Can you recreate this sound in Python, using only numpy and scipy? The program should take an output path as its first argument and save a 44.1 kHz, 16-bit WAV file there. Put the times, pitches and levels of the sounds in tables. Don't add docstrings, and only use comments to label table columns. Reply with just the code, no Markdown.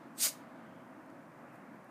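import sys
import numpy as np
from scipy import signal
from scipy.fft import rfft, irfft
from scipy.io import wavfile

SR = 44100
rng = np.random.default_rng(int(sys.argv[2]) if len(sys.argv) > 2 else 0)


def store_wav(level_fs):
    pcm = np.round(np.clip(np.atleast_2d(level_fs), -1, 1) * 32767)
    wavfile.write(sys.argv[1], SR, pcm.T.astype(np.int16))


N = 83790
T = np.arange(N) / SR
HZ = np.fft.rfftfreq(N, 1 / SR)


def jet():
    # (time [s], level [dB])
    jet_flow = [(.15, -75), (.18, -64.5), (.203, -37), (.232, -29), (.254, -28.5), (.274, -35), (.29, -37),
                (.305, -47.5), (.345, -61)]
    # (frequency [Hz], relative density [dB])
    jet_spectrum = [(100, -68), (300, -29.5), (900, -27), (1600, -15), (2200, -12), (2650, -12),
                    (3600, -8.5), (4400, -4.5), (4900, -2.5), (5400, -4.5), (6700, -1.5), (7350, -6),
                    (8400, -2), (9300, -3.5), (10300, -3), (11000, -4), (12000, -5.5), (13100, -10),
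                    (15200, -12)]
    # (centre [Hz], full width [Hz], boost [dB])
    resonances = [(2170, 60, 5), (4850, 80, 4), (5661, 30, 6), (6064, 30, 6), (6703, 40, 6), (6950, 80, 4),
                  (7596, 40, 5), (8185, 35, 7), (8400, 30, 7), (8555, 90, 5), (8812, 30, 6), (9850, 40, 8)]
    peaks_db = [db / (1 + (2 * (HZ - hz) / width_hz) ** 2) for hz, width_hz, db in resonances]
    return level(jet_flow) * noise(amp(colour(jet_spectrum) + np.max(peaks_db, axis=0)))


def leak():
    # (time [s], level [dB])
    leak_flow = [(.135, -90.5), (.153, -84.5), (.168, -68), (.183, -45.5), (.21, -40), (.24, -38),
                 (.27, -46.5)]
    # (frequency [Hz], relative density [dB])
    leak_spectrum = [(150, -67), (1200, -30), (3000, -12.5), (4600, -9.5), (5400, -13), (6700, -10),
                     (7700, -6), (8250, 1), (8850, -1.5), (9800, -14.5), (10500, -9), (11400, -28),
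                     (12600, -5.5), (13600, -10), (15200, -15)]
    return level(leak_flow) * noise(amp(colour(leak_spectrum)))


def puff():
    # (frequency [Hz], relative density [dB])
    puff_spectrum = [(70, -60), (200, -18), (400, -9.5), (580, 4), (800, -1.5), (1200, 2.5), (1800, -1),
                     (2300, 2.5), (3000, -4), (5000, -14.5), (6800, 9.5), (8500, -6), (12000, 1),
                     (13200, -3), (14800, 5)]
    envelope = amp(-31.5) * swell(peak_s=0.2536, rise_s=0.0095, fall_s=0.019)
    return envelope * noise(amp(colour(puff_spectrum)))


def gas():
    return (jet() + leak()) * waver(rate_hz=700, depth_db=1) + puff()


def handling():
    # (onset [s], level [dB], centre [Hz], sigma [octaves])
    hand_ticks = [(.5595, -73, 4000, .9), (1.061, -72, 10000, .4), (1.101, -67.5, 5500, .9),
                  (1.557, -69, 9000, .6), (1.756, -75, 13500, .2), (1.8445, -69, 11200, .2)]
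    tick_decay_s = 0.0023
    rub_envelope = amp(-76.5) * swell(peak_s=1.548, rise_s=0.024, fall_s=0.024)
    out = rub_envelope * noise(band(centre_hz=10550, sigma_oct=1))
    for onset_s, db, hz, sigma_oct in hand_ticks:
        envelope = amp(db) * (T >= onset_s) * np.exp(-abs(T - onset_s) / tick_decay_s)
        out += envelope * noise(band(hz, sigma_oct))
    return out


def room(x):
    # (frequency [Hz], T60 [s])
    ring_times = [(300, .4), (2500, 0.64), (5000, 0.33), (9000, 0.28), (15000, 0.3)]
    predelay_s = 0.0084
    hz, t, spectrogram = signal.stft(rng.standard_normal(SR), SR, nperseg=256)
    decay = amp(-60 * t / colour(ring_times, hz)[:, None])
    _, tail = signal.istft(spectrogram * decay, SR, nperseg=256)
    tail *= np.arange(len(tail)) / SR > predelay_s
    return signal.fftconvolve(x, tail / np.linalg.norm(tail))[:N]


def background():
    # (frequency [Hz], relative density [dB])
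    murmur_spectrum = [(20, -45.5), (36, -34.5), (47, -28), (66, -28.5), (80, -19), (100, -9.5),
                       (118, -2.5), (150, 3.5), (255, 1), (340, 1.5), (400, -7), (480, -4), (560, 1.5),
                       (600, -3.5), (645, 3), (720, -2.5), (1100, -3.5), (1550, -7), (2000, -12.5),
                       (2500, -18.5), (3300, -30.5), (6000, -50)]
    # (time [s], level [dB])
    boom_levels = [(0, -61.5), (.07, -53), (.13, -58), (.25, -56.5), (.32, -62), (.41, -56), (.49, -61.5),
                   (.55, -51.5), (.66, -63.5), (.73, -55), (.8, -60), (.88, -56.5), (1.03, -58),
                   (1.13, -56.5), (1.32, -64.5), (1.46, -59.5), (1.74, -57.5), (1.8, -65.5), (1.9, -56)]
    # (peak time [s], sigma [s], level [dB], centre [Hz], sigma [octaves])
    air_swells = [(0.028, 0.046, -76.5, 3180, 0.63), (.6, 0.16, -79.5, 3100, .45),
                  (0.742, .085, -77, 3120, 0.091), (1.52, 0.058, -74.5, 2560, 0.099),
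                  (1.638, 0.12, -66, 1650, .35)]
    # (frequency [Hz], relative density [dB])
    hiss_spectrum = [(500, 5), (3500, -1.5), (5000, -1), (9000, -2.5), (12000, -4.5), (15000, -7)]
    murmur = amp(-54.5) * noise(amp(colour(murmur_spectrum))) * waver(rate_hz=5.9, depth_db=0.5)
    boom = level(boom_levels) * noise(band(centre_hz=261.4, sigma_oct=0.3))
    air = sum(amp(db) * swell(peak_s, sigma_s, sigma_s) * noise(band(hz, sigma_oct))
              for peak_s, sigma_s, db, hz, sigma_oct in air_swells)
    hiss = amp(-75) * noise(amp(colour(hiss_spectrum)))
    return murmur + boom + air + hiss


def amp(db):
    return 10 ** (np.asarray(db) / 20)


def colour(points, hz=HZ):
    points_hz, values = np.transpose(points)
    return np.interp(np.log(hz + 1), np.log(points_hz + 1), values)


def level(points):
    times_s, db = np.transpose(points)
    return amp(np.interp(T, times_s, db, left=-200, right=-200))


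def noise(gain):
    x = irfft(rfft(rng.standard_normal(N)) * gain, N)
    return x / np.sqrt(np.mean(x ** 2) + 1e-20)


def band(centre_hz, sigma_oct):
    return np.exp(-0.5 * (np.log2((HZ + 1) / centre_hz) / sigma_oct) ** 2)


def waver(rate_hz, depth_db):
    return amp(depth_db * noise(np.exp(-(HZ / rate_hz) ** 2)))


def swell(peak_s, rise_s, fall_s):
    sigma_s = np.where(T < peak_s, rise_s, fall_s)
    return np.exp(-0.5 * ((T - peak_s) / sigma_s) ** 2)


def scene():
    reverb_db = -19.5
    near = gas() + handling()
    return (near + amp(reverb_db) * room(near) + background())[None]


def record(dry):
    cutoff_hz = 15340
    taps = signal.firwin(1023, cutoff_hz, window=("kaiser", 8), fs=SR)
    return signal.oaconvolve(dry, taps[None], "same")


dry = scene()
out = record(dry)
store_wav(out)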